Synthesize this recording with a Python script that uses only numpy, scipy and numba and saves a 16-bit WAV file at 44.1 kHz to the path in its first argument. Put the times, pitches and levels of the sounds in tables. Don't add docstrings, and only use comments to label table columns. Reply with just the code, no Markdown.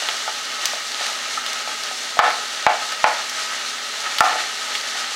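import sys
import numpy as np
from scipy import signal
from scipy.fft import rfft, irfft
from scipy.io import wavfile
from scipy.ndimage import uniform_filter1d
from numba import njit

SR = 44100
rng = np.random.default_rng(int(sys.argv[2]) if len(sys.argv) > 2 else 0)


def bounce(signal):
    frames = np.transpose(np.atleast_2d(signal))
    limited = np.clip(frames, -1, 1)
    pcm = np.round(limited * 32767).astype(np.int16)
    wavfile.write(sys.argv[1], SR, pcm)


N = 227247
TIME = np.arange(N) / SR

# (f/Hz, width/Hz, lift/dB)
CAVITY = [(838, 26, 6.5), (1277, 64, 11.5), (1490, 55, -1), (1890, 136, 4.5), (2200, 160, 3),
          (2880, 280, 4), (3420, 490, 1.5)]
# (start t/s, length/s, rubbing beans level/dB, flare of the sizzle/dB,
# scrape on the pot floor level/dB)
STROKES = [(0, 0.19, -42, 2.4, -37.5), (0.564, 0.22, -48, 2, -33), (0.866, 0.34, -38, 3, -47),
           (1.24, 0.2, -53, 1.4, -50), (3.137, 0.69, -39, 0.9, -50), (4.028, 0.071, -33, .3, -28.5),
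           (4.256, 0.3, -41, 1.5, -37), (4.63, 0.19, -37, 1.5, -42), (4.884, 0.23, -32.5, 1.2, -36)]
# (t/s, relative level/dB, contact sharpness f/Hz, wall lift/dB before its
# shares, deep thud level/dB, relative level of the rebounds/dB, time from the knock to their strongest/s)
KNOCKS = [(2.1912, 11.5, 3300, 3, -19, -7, 0.077), (2.6658, 7.5, 2570, -1.5, -9, -11, 0.019),
          (3.042, 8.5, 2270, -6, -46, -13, 0.023), (4.2069, 6, 3500, 6, -42, -8.5, 0.083)]


def undb(db):
    return 10 ** (np.asarray(db) / 20)


def unit(x):
    return x / np.sqrt(np.mean(x ** 2))


def add(track, s, sound):
    i = max(int(s * SR), 0)
    track[i:i + len(sound)] += sound[:N - i]


def edge(x, hz, kind, order=2):
    sos = signal.butter(order, min(hz, SR / 2 - 1000), kind, fs=SR, output="sos")
    return signal.sosfilt(sos, x)


def colour(x, points, peaks=(), size=8192):
    f = np.arange(size // 2 + 1) * SR / size + 1
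    hz, level_db = np.transpose(points)
    db = np.interp(np.log(f), np.log(hz), level_db)
    for centre, width, lift in peaks:
        db = db + lift / (1 + (2 * (f - centre) / width) ** 2)
    cepstrum = irfft(db * np.log(10) / 20)[:size // 2]
    cepstrum[1:] *= 2
    response = irfft(np.exp(rfft(cepstrum, size)))
    return signal.fftconvolve(x, response)[:len(x)]


def walk(rate):
    k = max(int(SR / rate), 2)
    steps = np.repeat(rng.standard_normal(N // k + 1), k)
    smooth = uniform_filter1d(uniform_filter1d(steps, k), k)
    return unit(smooth[:N])


def bursts(rate, spread_db):
    size = undb(spread_db * np.minimum(rng.exponential(size=N), 6))
    happens = rng.random(N) < rate / SR
    return unit(happens * size * rng.choice([-1, 1], N))


def swell(s, length, taper=1):
    out = np.zeros(N)
    add(out, s, signal.windows.tukey(max(int(length * SR), 8), taper))
    return out


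def kitchen(x, wet_db, t60_s, damp_hz, gap_s=0.0013):
    t = np.arange(SR) / SR
    noise = rng.standard_normal(SR)
    low = edge(noise, damp_hz, "low", order=1)
    high = noise - low
    onset = np.clip(t / gap_s - .5, 0, 1)
    tail = (low * undb(-60 * t / t60_s) + high * undb(-120 * t / t60_s)) * onset
    return x + undb(wet_db) * signal.fftconvolve(x, tail / np.linalg.norm(tail))[:N]


def sizzle(rest_db=-27, coarse_db=0, fine_db=0, flicker_db=1.05):
    # (f/Hz, relative level/dB)
    fry_colour = [(150, -32), (300, -16), (600, -0.5), (1000, -2), (1500, 4.5), (2400, 1), (4200, 6.5),
                  (5100, 1.5), (6100, 2), (8000, -6), (10000, -13.5), (12000, -18.5), (13500, -31),
                  (16000, -63)]
    coarse = edge(bursts(9000, 1.84), 3120, "low") * undb(coarse_db + flicker_db * walk(25.18))
    fine = edge(bursts(8000, 1.7), 4490, "high") * undb(fine_db + flicker_db * walk(35))
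    in_pot = colour(coarse + fine, fry_colour, CAVITY)
    fry = kitchen(in_pot, wet_db=-13.5, t60_s=0.3, damp_hz=6000)
    flare_db = sum(db * swell(s, length) for s, length, _, db, _ in STROKES)
    return unit(fry) * undb(rest_db + flare_db)


def beans(resting_db=-49.5):
    rubs = bursts(1500, 1.5) * undb(5 * walk(22))
    push = undb(resting_db) + sum(undb(db) * swell(s, length) for s, length, db, _, _ in STROKES)
    pod_colour = [(150, -66), (600, -3.5), (1800, 9.5), (3500, -5), (9000, -19), (15000, -41)]
    return unit(colour(rubs, pod_colour, CAVITY)) * push


def burner(rush_db=-48):
    # (f/Hz, relative level/dB)
    burner_colour = [(20, -35), (70, -35), (125, -11.5), (170, -10.5), (240, 1.5), (290, 1.5), (360, -3.5),
                     (445, 8), (520, -19), (640, 1), (1000, -14), (3000, -17)]
    # (f/Hz, rms level/dB)
    hum_tones = [(119.5, -72), (240, -58)]
    rush = unit(colour(rng.standard_normal(N), burner_colour)) * undb(rush_db + 0.32 * walk(7.2))
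    hum = np.zeros(N)
    for hz, db in hum_tones:
        phase = 2 * np.pi * hz * TIME + 0.11 * walk(2.1)
        hum += np.sqrt(2) * undb(db) * np.sin(phase)
    return rush + hum


def wall_lifts(wall_db):
    # (f/Hz, width/Hz, share of the lift)
    wall_modes = [(1268, 240, 0.91), (1760, 100, 0.54), (824, 180, 0.38), (993, 150, -0.57),
                  (620, 150, -0.8)]
    return [(centre, width, share * wall_db) for centre, width, share in wall_modes]


def scrapes(grind_db=-18, grind_lag_s=0.018, grind_tail_s=0.046, wall_db=7):
    # (f/Hz, relative level/dB)
    scrape_colour = [(150, -24.5), (330, -3.5), (540, -24), (740, 6.5), (1000, -1.5), (1400, 2.5),
                     (2200, 2), (3400, -0.5), (5000, -16), (8000, -35), (15000, -50)]
    spoon = sum(undb(db) * swell(s, length) for s, length, _, _, db in STROKES)
    grate = np.zeros(N)
    for s, *_, rebound_db, peak_s in KNOCKS:
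        grate += undb(rebound_db + grind_db) * swell(s + grind_lag_s, peak_s + grind_tail_s, taper=0.39)
    catches = unit(colour(bursts(2500, 0.99), scrape_colour, wall_lifts(wall_db)))
    return kitchen((spoon + grate) * catches, wet_db=-9, t60_s=0.73, damp_hz=4500)


def blow(contact_hz, wall_db, clatter_db, clack_db, body_db=5,
         clack_t60_s=0.013, clatter_t60_s=0.054, rattle_db=-20, rattle_t60_s=0.23):
    # (f/Hz before detuning, relative level/dB, t60/s)
    pot_modes = [(323, -11.5, 0.27), (495, -14.5, 0.29), (614.5, -14.5, 0.25), (662, -14, 0.17),
                 (710, -4, 0.14), (765.5, -9.5, 0.16), (820, -2.5, 0.027), (863, -7.5, 0.14),
                 (982, -26, 0.27), (1052, -7, 0.029), (1227, -13, 0.081), (1317, 0, 0.055),
                 (1465, -10, 0.06), (1760, -6.5, 0.056), (1870, -11, 0.032), (2245, -7, 0.092)]
    # (f/Hz, relative level/dB)
    clatter_colour = [(150, -25.5), (400, -22), (540, -25), (660, 7.5), (850, 8), (1050, 2), (1350, 2),
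                      (1900, -4), (2700, -7), (4500, -9), (7000, -14), (15000, -21)]
    t = np.arange(SR // 4) / SR
    hz, db, t60 = np.array(pot_modes).T[:, :, None]
    decay = np.exp(-np.log(1000) * t / t60) + undb(clack_db - 60 * t / clack_t60_s)
    spot, detune = rng.standard_normal((2, len(pot_modes), 1))
    swing = np.sin(2 * np.pi * hz * (1 + 0.01 * detune) * t)
    ring = (undb(db + 2 * spot) * decay * swing).sum(axis=0)
    fade = undb(-60 * t / clatter_t60_s) + undb(rattle_db - 60 * t / rattle_t60_s)
    contact = rng.standard_normal(len(t)) * fade
    clatter = unit(colour(contact, clatter_colour, wall_lifts(body_db)))
    sound = ring + undb(clatter_db) * clatter
    placed = colour(sound, [(1, 0)], wall_lifts(wall_db), size=2048)
    return edge(placed, contact_hz, "low")


def knocks(level_db=-12, knock_clatter_db=-8.0, bump_clatter_db=-22, knock_clack_db=2, bump_clack_db=-12):
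    # (t/s, relative level/dB, contact sharpness f/Hz, wall lift/dB before its shares)
    bumps = [(.022, -16, 895, -8), (.088, -18, 3960, -7), (.278, -7.5, 1110, 5), (.734, -12.5, 800, -6.5),
             (1.009, -14, 850, -1), (1.089, -20, 2500, 13), (1.374, -21.5, 1800, 27),
             (1.675, -12.5, 900, 5), (1.912, -15, 900, 0), (2.170, -7, 700, -5), (2.822, -27, 2000, 21),
             (2.924, -19.5, 3000, 8), (4.357, -6.5, 805, -4), (4.404, -16.5, 1970, 3),
             (4.954, -20, 2200, 0)]
    out = np.zeros(N)
    for s, db, contact_hz, wall_db, _, rebound_db, peak_s in KNOCKS:
        add(out, s, undb(db) * blow(contact_hz, wall_db, knock_clatter_db, knock_clack_db))
        out += rocking(s, rebound_db, peak_s, wall_db)
    for s, db, contact_hz, wall_db in bumps:
        add(out, s, undb(db) * blow(contact_hz, wall_db, bump_clatter_db, bump_clack_db))
    lean = edge(out, 623, "high", order=4)
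    return undb(level_db) * kitchen(lean, wet_db=-14, t60_s=0.44, damp_hz=4530)


def ticks(t60_s=0.0007, spray_db=-19, spray_t60_s=0.028, faint_count=7, faint_db=-12.5, faint_hz=5000):
    # (t/s, peak level/dB before the room,
    # centre f/Hz)
    loud_ticks = [(0.0876, -4, 3170), (.094, -13, 2490), (.656, 1.5, 6040), (0.946, -10, 4050),
                  (1.0665, -7, 4600), (1.464, -9, 5300), (1.532, -13, 6000), (2.305, -13, 3820),
                  (2.626, -12, 5030), (2.925, -13, 7000), (3.297, -12, 6000), (4.185, -2, 3880),
                  (4.2064, 3, 5300), (4.7523, -7, 3200)]
    out, t = np.zeros(N), np.arange(SR // 10) / SR
    faint_spits = [(s, faint_db, faint_hz) for s in rng.random(faint_count) * N / SR]
    for s, db, hz in loud_ticks + faint_spits:
        fade = undb(-60 * t / t60_s) + undb(spray_db - 60 * t / spray_t60_s)
        crack = rng.standard_normal(len(t)) * fade
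        hump = [(hz / 32, -32), (hz / 4, -13), (hz / 2, -8), (hz, 0), (hz * 2, -18), (hz * 4, -32)]
        crack = colour(crack, hump, CAVITY)
        add(out, s, undb(db) * crack / np.abs(crack).max())
    return kitchen(out, wet_db=-7.5, t60_s=1.0, damp_hz=6000)


def rocking(s, db, peak_s, wall_db, count=11, jitter=.15, scatter_db=1.0, clatter_db=-19, clack_db=-3):
    spacing_s, contact_hz = .0175, 1850
    grow_db_per_s, fade_db_per_s = 32, 163
    out = np.zeros(N)
    for k, (late, strong) in enumerate(rng.standard_normal((count, 2))):
        after_s = spacing_s * (k + 1 + jitter * late)
        below_db = max(fade_db_per_s * (after_s - peak_s), grow_db_per_s * (peak_s - after_s))
        gain = undb(db - below_db + scatter_db * strong)
        add(out, s + after_s, gain * blow(contact_hz, wall_db, clatter_db, clack_db))
    return out


def thuds(push_s=0.00012, lag_s=0.00052):
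    out, t = np.zeros(N), np.arange(SR // 20) / SR
    push = t / push_s * np.exp(1 - t / push_s)
    for s, _, _, _, db, _, _ in KNOCKS:
        add(out, s + lag_s, undb(db) * push)
    return out


def scene(side_db=-19, low_side_db=-4, hit_side_db=-7, size=1024):
    steady = sizzle() + beans() + burner()
    hits = scrapes() + knocks() + ticks() + thuds()
    scatter = irfft(np.exp(2j * np.pi * rng.random(size // 2 + 1)))
    side = signal.fftconvolve(steady + undb(hit_side_db) * hits, scatter)[:N]
    side = undb(side_db) * colour(side, [(150, -5.5), (1200, low_side_db), (4000, -2.0), (9000, -3.5)])
    middle = steady + hits
    return np.array([middle + side, middle - side])


@njit
def follow(size, top, attack, release):
    out, e = np.empty(len(size)), top
    for i in range(len(size)):
        if size[i] > e:
            e += (size[i] - e) * attack
        else:
            e = max(top, e * (1 - release))
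        out[i] = e
    return out


def record(dry, top_db=-7, low_cut_hz=80, top_hz=15900):
    attack_s, release_s = .0012, .024
    top = float(undb(top_db))
    loudest = np.abs(dry).max(axis=0)
    gain = top / follow(loudest, top, 1 / (attack_s * SR), 1 / (release_s * SR))
    loud = edge(np.clip(dry * gain, -1, 1), low_cut_hz, "high", order=1)
    return signal.sosfilt(signal.ellip(12, .2, 90, top_hz, fs=SR, output="sos"), loud)


dry = scene()
out = record(dry)
bounce(out)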